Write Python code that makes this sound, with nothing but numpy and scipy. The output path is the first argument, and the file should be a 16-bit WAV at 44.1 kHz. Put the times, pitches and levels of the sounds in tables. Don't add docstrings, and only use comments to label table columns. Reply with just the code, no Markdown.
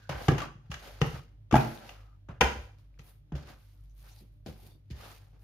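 import sys
import numpy as np
from scipy import signal
from scipy.fft import rfft, irfft, next_fast_len
from scipy.io import wavfile

SR = 44100
rng = np.random.default_rng(int(sys.argv[2]) if len(sys.argv) > 2 else 0)


def volts(x):
    e = np.asarray(x, float) / 20
    return 10 ** e


def generate_wav(sig):
    pcm = np.round(np.clip(np.atleast_2d(sig).T, -1, 1) * 32767).astype(np.int16)
    wavfile.write(sys.argv[1], SR, pcm)


N = 239859


def rms_one(x):
    return x / np.sqrt(np.mean(x ** 2) + 1e-20)


def panned(level_db, pan_db):
    return volts(level_db + np.outer([.5, -.5], pan_db))


def coloured(x, points):
    hz, level_db = np.transpose(points)
    size = next_fast_len(N)
    grid_hz = np.arange(size // 2 + 1) * SR / size + 1
    gain = volts(np.interp(np.log(grid_hz), np.log(hz), level_db))
    return irfft(rfft(x, size) * gain, size)[..., :N]


def drift(rate):
    r = np.exp(-80 * np.pi * rate / SR)
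    slow = signal.lfilter([1], [1, -2 * r, r * r], rng.standard_normal(N // 40 + 2002))
    slow = rms_one(slow[2000:])
    return np.interp(np.arange(N) / 40, np.arange(len(slow)), slow)


def ring(x, hz, t60):
    r, w = volts(-60 / (t60 * SR)), 2 * np.pi * hz / SR
    return signal.lfilter([0, np.sin(w)], [1, -2 * r * np.cos(w), r * r], x + 1e-18)


def resonance(x, hz, width_hz):
    r, w = np.exp(-np.pi * width_hz / SR), 2 * np.pi * hz / SR
    return signal.lfilter([(1 - r * r) / 2, 0, (r * r - 1) / 2], [1, -2 * r * np.cos(w), r * r], x + 1e-18)


def pair(alike):
    mid, side = rng.standard_normal((2, N))
    alike = np.clip(alike, 0, 1)
    return np.sqrt(alike) * mid + np.sqrt(1 - alike) * side * np.array([[1], [-1]])


def struck(events, column, modes, contact_s, spread_db, trim_db, pitch_column=None, narrow_db=0., wide=1.):
    hits = np.array(events)
    out = np.zeros((2, N))
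    chance = rng.standard_normal((40, len(modes), 3))[:len(hits)]
    push = np.hanning(int(contact_s * SR) + 3)
    for k, (hz, level_db, t60) in enumerate(modes):
        strength, side, delay = chance[:, k].T
        octaves_away = np.abs(np.log2(hz / hits[:, pitch_column])) if pitch_column else 0
        level = hits[:, column] + level_db + trim_db - narrow_db * octaves_away + spread_db * strength
        at = ((hits[:, 0] + .4 * np.abs(delay) / hz) * SR).astype(int)
        clicks = np.zeros((2, N))
        clicks[:, at] = panned(level, wide * (hits[:, -1] + 2.3 * side))
        out += ring(clicks, hz, t60)
    return signal.lfilter(push / push.sum(), [1], out)


# (time [s], floor boom [dB], worktop [dB], floor overtones [dB], left-right [dB])
FLOOR_BLOWS = [(0.094, -29, -42, -50.5, -7), (0.128, -50.5, -34.5, -60.5, 0.5),
               (0.282, -13.5, -42.5, -21.5, -10), (0.317, -28, -37.5, -26.5, 4),
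               (0.38, -41, -51.5, -40.5, -3), (0.551, -40.5, -60.5, -69, 2), (0.695, -36, -44, -61.5, 7),
               (1.015, -18, -39, -34.5, 6.5), (1.067, -38, -39.5, -46.5, -11),
               (1.138, -37, -44.5, -56.5, -5.5), (1.525, -21.5, -38, -17.5, 2), (1.54, -25, -32.5, -19, -1),
               (1.555, -15.5, -49.5, -19.5, 2), (2.288, -35, -44, -51, -3), (2.408, -30, -29, -36.5, 0),
               (2.43, -36, -28.5, -33, 8), (2.55, -51, -34, -48.5, 1), (2.991, -49, -53, -58.5, -1),
               (3.321, -24, -30, -45, -4), (3.5, -48, -55.5, -57, -0.5), (4.209, -53, -61.5, -54.5, 1.5),
               (4.461, -48, -45.5, -44.5, 4.5), (4.482, -41.5, -54, -56, 0), (4.902, -38, -36, -50, -5)]
# (frequency [Hz], level [dB], t60 [s])
WORKTOP_MODES = [(47.2, -12, 0.34), (67.7, 0.5, 0.21)]
# (frequency [Hz], level [dB], t60 [s])
FLOOR_MODES = [(117.49, -4, 0.28), (138.58, 3.5, 0.19), (154, 6, 0.11), (220, 2.5, 0.16), (262, -6.5, 0.11),
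               (296.3, -2.5, 0.068), (327.2, -3.5, 0.055), (358.3, -5, 0.14)]


def thuds():
    worktop = struck(FLOOR_BLOWS, 2, WORKTOP_MODES, 0.0082, 2.2, 4.7, wide=.1)
    boom = struck(FLOOR_BLOWS, 1, FLOOR_MODES[:3], 0.0022, 2.4, -7.0, wide=.15)
    overtones = struck(FLOOR_BLOWS, 3, FLOOR_MODES[3:], .0015, 3.3, -1.0, wide=.5)
    return worktop + boom + overtones


# (time [s], wall [dB], strongest pitch [Hz], wet smack [dB], left-right [dB])
WALL_HITS = [(0.094, -24, 564.3, -41.5, 4.5), (0.282, -16, 750, -30.5, 2.5), (0.317, -28, 486, -46, 3.5),
             (0.3805, -26, 789, -41, 9), (0.402, -29.5, 1247, -41.5, 3.5), (0.4185, -28, 1174, -45, 8.5),
             (0.715, -38, 1132, -40, -1.5), (0.74, -49, 687, -40.5, 4), (1.0145, -18.5, 451.4, -31, 4.5),
             (1.511, -28, 1200, -43, 4), (1.524, -23, 461, -40, 10), (1.5405, -18, 700, -37, -3),
             (1.554, -17, 833, -34, 4), (1.564, -16, 716, -37, 5), (1.891, -41, 737, -48.5, -0.5),
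             (2.286, -41.5, 1243, -62, 4.5), (2.409, -12, 989.6, -21, 8), (2.413, -11, 490, -28, -0.5),
             (2.442, -24, 1000, -37, 1.0), (2.992, -51, 472, -57.5, 4.5), (3.32, -39, 800, -62, 2),
             (3.351, -41, 580, -56, 5.5), (4.46, -46, 600, -60, 3.5), (4.909, -56, 500, -64, 0.5)]
# (frequency [Hz], level [dB], t60 [s])
WALL_MODES = [(474, -1.5, 0.066), (598, -4, 0.12), (743.5, -5, 0.092), (816, 0, 0.0708), (875, -2, 0.028),
              (1006.1, 1.5, 0.042), (1222.2, 1.5, 0.045), (1337.3, 0.5, 0.054), (1529, -1, 0.069),
              (1660, -2, 0.05), (1830, -6, .04), (2060, -7, .045), (2360, -6, .045), (2740, -10, .04)]


def wall_knocks():
    return struck(WALL_HITS, 1, WALL_MODES, .0004, 2.2, -14.5, pitch_column=2, narrow_db=6.0, wide=0.63)


def air_pops():
    out, t = np.zeros((2, N)), np.arange(900) / SR
    for s, db, hz, _, pan_db in WALL_HITS:
        cycles = hz * t
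        swell = cycles / 1.3 * np.exp(1 - cycles / 1.3)
        at = int(s * SR)
        out[:, at:at + 900] += panned(db - 7.0, pan_db) * np.sin(2 * np.pi * cycles) * swell
    return out


def smack_burst(shape, burst_s, trim_db):
    hits = np.array(WALL_HITS)
    starts = np.zeros((2, N))
    starts[:, (hits[:, 0] * SR).astype(int)] = panned(hits[:, 3] + trim_db, hits[:, -1])
    fall, rise = np.exp(-1 / (burst_s * SR)), np.exp(-1 / (.0007 * SR))
    envelope = signal.lfilter([1], [1, -fall], starts)
    burst = signal.lfilter([1 - rise], [1, -rise], envelope) * pair(0.54)
    out = 0
    for k, (hz, width_hz, db) in enumerate(shape):
        band = resonance(resonance(burst, hz, width_hz), hz, 2 * width_hz)
        out = out + volts(db) * band * (-1) ** k
    return out


# (frequency [Hz], width [Hz], level [dB])
SMACK_BANDS = [(1600, 720, 2), (2200, 700, 2), (2650, 960, 3), (3300, 1100, -3), (4260, 2200, -10),
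               (5519, 1400, -9.5), (6400, 900, -6.5)]


def smacks():
    body = smack_burst(SMACK_BANDS, burst_s=0.004, trim_db=16.5)
    return body + smack_burst([(10500, 5000, 0.0081)], burst_s=0.0032, trim_db=-9.5)


# (time [s], level [dB], pitch [Hz], t60 [s], left-right [dB])
HOLLOWS = [(0.2855, -20, 1190, .03, 2), (0.289, -24, 1690, .03, 2), (0.404, -34, 1240, .04, 3),
           (0.419, -27, 1150, .04, 6), (0.44, -40, 1500, .04, 4), (1.0145, -24, 1250, .03, 3),
           (1.023, -28, 800, .04, 3), (1.526, -26, 1150, .04, 4), (1.5408, -6, 830, .03, -2),
           (1.5415, -14, 640, .06, 2), (1.549, -18, 800, .03, 1), (1.5548, -8, 840, .03, 3),
           (1.556, -18, 650, .06, 0), (1.559, -20, 1350, .03, 3), (2.4112, -3, 1000, .014, 0),
           (2.4125, -21, 1030, .05, 3), (2.412, -15, 440, .035, 1), (2.4105, -20, 2360, .035, 0),
           (2.421, -22, 1640, .04, -2), (2.426, -26, 2500, .03, 0), (2.4105, -24, 6400, .012, 2),
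           (0.2835, -15, 400, .05, 2), (1.5415, -22, 1600, .03, 0), (1.5555, -22, 1550, .03, 2),
           (1.572, -25, 1400, .02, 2), (1.579, -29, 2500, .025, 2), (4.463, -44, 780, .05, 2),
           (4.484, -43, 500, .07, 1), (2.416, -18, 790, .06, -1), (2.418, -18, 1430, .04, 2),
           (5.01, -50, 1250, .05, 1), (5.032, -49, 1400, .05, 1), (5.052, -52, 1250, .06, 1),
           (5.103, -51, 1300, .04, 1)]


def pockets():
    out, t = np.zeros((2, N)), np.arange(4000) / SR
    for s, db, hz, t60, pan_db in HOLLOWS:
        at = int(s * SR)
        note = np.sin(2 * np.pi * hz * t) * (1 - np.exp(-t * hz)) * volts(db - 60 * t / t60)
        out[:, at:at + 4000] += note * panned(0, pan_db)
    return out


# (time [s], level [dB], pitch [Hz], ring width [share of pitch])
STRANDS = [(0.2056, -42, 1680, .2), (0.4185, -28, 3500, .6), (0.442, -34, 2600, .15),
           (0.8534, -38, 3130, .08), (0.9364, -46, 1840, .12), (1.0155, -30, 5410, .12),
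           (1.0165, -28, 3200, .15), (1.565, -26, 2450, .12), (1.7755, -36, 3780, .18),
           (2.656, -60, 7000, .5), (2.7194, -62, 5500, .4), (2.7862, -56, 4500, .5),
           (2.942, -58, 2300, .18), (2.9776, -55, 1500, .3), (3.6287, -60, 4510, .3),
           (3.6745, -63, 4900, .3), (3.7249, -63, 5940, .3), (3.7498, -58.5, 13500, .18),
           (3.776, -65, 5000, .3), (3.81, -60, 11000, .6), (3.8385, -61, 9000, .8), (3.8576, -63, 4500, .4),
           (3.8969, -59, 6140, .08), (3.9515, -59, 12500, .3), (3.979, -54, 12300, .15),
           (3.9958, -54, 6420, .15), (4.0262, -54, 4300, .25), (4.0285, -48, 11900, .3),
           (4.046, -53, 4500, .4), (4.057, -54, 6000, .6), (4.084, -54, 11500, .15),
           (4.0925, -51, 4800, .35), (4.1634, -50, 4000, .25), (4.1899, -52, 4407, .2),
           (4.463, -38, 5000, .2), (4.5442, -53, 4800, .3), (4.578, -54, 12500, .3),
           (4.6015, -53, 11500, .4), (4.6325, -50, 12300, .3), (4.6745, -46, 11400, .35),
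           (4.675, -52, 5900, .15), (5.0136, -47, 2920, .2), (5.104, -50, 4300, .2),
           (5.117, -47, 7200, .25), (5.137, -50, 4800, .12), (5.285, -62, 7000, .4),
           (5.3952, -63, 5620, .3), (5.4244, -63.5, 2190, .18)]


def ticks():
    out, t = np.zeros((2, N)), np.arange(400) / SR
    sides_db = rng.normal(1.5, 1.2, 60)
    for (s, db, hz, width_share), pan_db in zip(STRANDS, sides_db):
        width_hz = width_share * hz
        snap = np.sqrt(width_hz / 600.) * np.sin(2 * np.pi * hz * t) * np.exp(-np.pi * width_hz * t)
        at = int(s * SR)
        out[:, at:at + 400] += panned(db - 1.5, 2 * pan_db) * snap[:N - at]
    return out


# (time [s], wall drag [dB], oily hiss [dB], floor drag [dB], time to fade 60 dB [s])
SKID_STROKES = [(0.0, -65.5, -68, -85.5, 0.89), (0.093, -31, -46.5, -57.5, 0.4244),
                (0.285, -30, -44.5, -27.5, 0.3149), (0.381, -40, -42.5, -53, 0.2),
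                (0.704, -57, -59, -71.5, 0.41), (0.715, -45, -48.5, -74.5, 0.3328),
                (1.009, -49.5, -52.5, -53, 0.3276), (1.016, -34, -55.5, -32.5, 0.2938),
                (1.511, -44, -56, -66.5, 0.39), (1.531, -30, -42, -28, 0.5573),
                (2.289, -51, -80, -53.5, 0.32), (2.407, -44, -52, -50, .5), (2.412, -29, -36, -29, 0.4206),
                (2.99, -65.5, -57.5, -62.5, 0.1334), (3.325, -54, -78.5, -46, 0.6743),
                (3.355, -53.5, -56, -58.5, 0.5738), (4.205, -76, -72.5, -58, 0.31),
                (4.462, -56, -56, -42, .4), (4.902, -66, -62, -65, .3), (4.909, -65, -59, -55, 0.6),
                (4.63, -85, -84, -59, 0.91), (5.329, -70, -79.5, -65, 0.72)]
# (peak time [s], swell [s], wall drag [dB], peel fizz [dB], time to fade 60 dB [s])
PEEL_STROKES = [(0.249, 0.083, -46.5, -60.5, 0.4371), (0.431, 0.069, -39, -68, 0.1954),
                (0.67, .04, -70, -98, .4), (0.882, 0.094, -50.5, -64.5, 0.4727), (0.99, .04, -57, -78, .3),
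                (1.078, 0.05, -48, -64.5, 0.448), (1.166, 0.0694, -48.5, -67, .24),
                (1.28, .05, -70, -100, .4), (1.567, 0.0263, -36.5, -50, 0.3829),
                (1.72, .1, -55, -62.5, 0.6046), (1.9, 0.126, -52.5, -70, 0.5353),
                (2.62, .12, -62.5, -76, 0.45), (2.794, .02, -75, -85, 0.54), (3.09, .06, -66, -88, .3),
                (3.096, 0.0599, -76, -67, 0.2768), (3.501, 0.0404, -52.5, -69, 0.2437),
                (3.62, 0.104, -75, -77.5, 1.5), (4.011, 0.0486, -75, -71.5, 1.06),
                (4.09, 0.0518, -61, -70, 0.336), (4.21, 0.178, -82, -72, 0.13), (4.48, .02, -70, -68, .5),
                (4.675, 0.099, -68.5, -67.5, 0.273), (5.061, 0.0979, -53, -64, 0.578),
                (5.139, 0.086, -65, -67.5, 0.33), (5.43, 0.034, -83.5, -74.5, 0.14)]
# (wall [dB], hiss [dB], fizz [dB], floor [dB])
REST_DB = (-99, -101, -105, -84)


def strokes():
    t = np.arange(0, N / SR, .001)
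    power = volts(2 * np.array(REST_DB))[:, None] * np.ones(len(t))
    faster = np.array([[1], [1], [1], [1.3]])
    for s, wall_db, hiss_db, floor_db, t60 in SKID_STROKES:
        fade_db = 60 * np.maximum(t - s, 0) / t60 * faster
        levels_db = np.array([[wall_db], [hiss_db], [hiss_db - 17], [floor_db]])
        power += (t >= s) * volts(2 * (levels_db - fade_db))
    for s, swell_s, wall_db, fizz_db, t60 in PEEL_STROKES:
        away_db = np.where(t < s, 10 * ((s - t) / swell_s) ** 2, 60 * (t - s) / t60)
        hiss_db = fizz_db + .55 * (wall_db - fizz_db) + 2
        levels_db = np.array([[wall_db], [hiss_db], [fizz_db], [wall_db - 20]])
        power += volts(2 * (levels_db - away_db))
    return [np.interp(np.arange(N) / SR, t, gain) for gain in np.sqrt(power)]


def grains(per_s, size_db):
    sizes = volts(size_db * np.minimum(rng.exponential(1, N), 5))
    return rms_one(sizes * (rng.random(N) < per_s * volts(4 * drift(15)) / SR))


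def crackle():
    snaps = grains(260, size_db=3.0) * pair(.6)
    low = resonance(resonance(snaps, 5400, 3000), 5400, 5000)
    high = resonance(resonance(snaps, 12500, 6000), 12500, 9000)
    return rms_one(low + 0.43 * high)


# (frequency [Hz], level [dB per Hz])
FILM_HISS = [(1500, -10.5), (2100, 0), (4600, -1), (6800, -7.5), (9000, -25)]


def slide():
    wall_gain, hiss_gain, fizz_gain, floor_gain = strokes()
    drag_top, hiss_top = volts(-37), volts(-45)
    grip = (1 + .3 * grains(1500, size_db=1.5)) * volts(1.5 * drift(30))
    slips, low_slips = pair(.7) * grip, pair(0.82) * grip
    wall, floor = 0, 0
    for hz, db, t60 in WALL_MODES[1:]:
        wall = wall + volts(db + 3.0 * drift(7.3)) * ring(slips, hz, 0.25 * t60)
    for hz, db, t60 in FLOOR_MODES[3:] + WALL_MODES[:1]:
        floor = floor + ring(low_slips, hz, 0.15 * t60)
    film = pair(.55) * (1.0 + 0.4 * grains(360, size_db=-2.5)) * volts(1.4 * drift(40))
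    hiss = coloured(film, [(600, -41.5)] + FILM_HISS + [(12000, -39)])
    fizz = coloured(film, [(5000, -39.5), (8500, -3), (12000, 2.5), (15500, -3)])
    out = drag_top * np.tanh(wall_gain / drag_top) * rms_one(wall)
    out += drag_top * np.tanh(floor_gain / drag_top) * rms_one(floor)
    out += hiss_top * np.tanh(hiss_gain / hiss_top) * rms_one(hiss)
    return out + fizz_gain * (volts(3.5) * rms_one(fizz) + .2 * crackle())


# (start [s], end [s], pitch [Hz], width [Hz], level [dB])
RUBS = [(0, 0.107, 1541, 196, -65), (1.87, 2.179, 1260, 140, -73), (4.04, 4.14, 791, 160, -71),
        (4.16, 4.25, 800, 200, -74), (4.06, 4.12, 1400, 500, -66), (4.12, 4.16, 5800, 2200, -66),
        (4.13, 4.24, 4200, 1500, -70), (3.91, 3.95, 6100, 900, -82), (4.62, 4.79, 3600, 260, -77),
        (4.63, 4.795, 4560, 250, -78), (4.535, 4.55, 12800, 700, -72), (4.535, 4.55, 14800, 600, -72),
        (5.03, 5.09, 3000, 1600, -62), (4.93, 5.0, 1800, 500, -66), (4.5, 4.74, 773.4, 180, -71)]


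def squeaks():
    out, rub = np.zeros((2, N)), pair(0.637) * volts(2.5 * drift(25))
    for start, end, hz, width_hz, db in RUBS:
        span = slice(max(int((start - .04) * SR), 0), int(end * SR))
        t = np.arange(N)[span] / SR
        tone = rms_one(resonance(resonance(rub[:, span], hz, width_hz), hz, width_hz))
        fade = np.clip(np.minimum(t - start + 0.0279, end - t) / 0.0372, 0, 1)
        out[:, span] += volts(db) * tone * fade
    return out


# (frequency [Hz], t60 [s], level [dB])
ROOM_BANDS = [(95.6, 0.43, -20), (324, 0.4193, -11.5), (1510, 0.4014, -8.5), (5000, 0.43, -11.5),
              (12000, 0.37, -10)]


def kitchen(x, first_s):
    t, answer = np.arange(SR // 2) / SR, 0
    for hz, t60, level_db in ROOM_BANDS:
        noise = pair(.5 + .5 * np.exp(-(hz / 700.0) ** 2))[:, :len(t)]
        octaves = signal.butter(2, [hz / 2, min(hz * 2, 20000)], "band", fs=SR, output="sos")
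        answer = answer + signal.sosfilt(octaves, noise) * volts(level_db - 25 - 60 * t / t60)
    return signal.fftconvolve(x.mean(0, keepdims=True), answer * (t > first_s), axes=1)[:, :N]


# (frequency [Hz], width [Hz], level
# [dB])
HUM_LINES = [(41.3, 11, -10), (49.42, 5.2, -2), (76.3, 20, -14), (101.5, 10, -2.5), (136.9, 15, -12),
             (295.8, 25, -25), (598, 25, -34)]


def hum():
    t, lines, motor = np.arange(N) / SR, 0, pair(0.987)
    for hz, width_hz, db in HUM_LINES:
        band = rms_one(resonance(resonance(motor, hz, width_hz), hz, width_hz))
        lines = lines + volts(db) * (band + 9.7 / width_hz * np.sin(2 * np.pi * hz * t))
    return volts(-52.5 + 0.8 * drift(2.5)) * rms_one(lines)


# (frequency [Hz], level [dB])
QUIET_SPECTRUM = [(88, -36.5), (150, -3.5), (193, -14), (303, -18), (383, -20.5), (589, -24.5), (1080, -31),
                  (3420, -34.5), (7470, -46), (16000, -44)]


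def quiet():
    return volts(-73 + 1.2 * drift(6)) * rms_one(coloured(pair(0.31), QUIET_SPECTRUM))


def scene():
    close = thuds() + wall_knocks() + air_pops() + smacks() + pockets() + ticks()
    return close + kitchen(close, first_s=0.0016) + slide() + squeaks() + hum() + quiet()


def band_limit(x):
    return signal.sosfilt(signal.butter(12, 16330, fs=SR, output="sos"), x)


def record(dry):
    dry = signal.sosfilt(signal.butter(6, 46, "high", fs=SR, output="sos"), dry)
    dry = signal.sosfilt(signal.cheby2(12, 60, 16400, fs=SR, output="sos"), dry)
    dip = (1 - volts(-6.5)) * resonance(dry, 7803, 2 * 470)
    return band_limit(dry - dip)


dry = scene()
out = record(dry)
generate_wav(out)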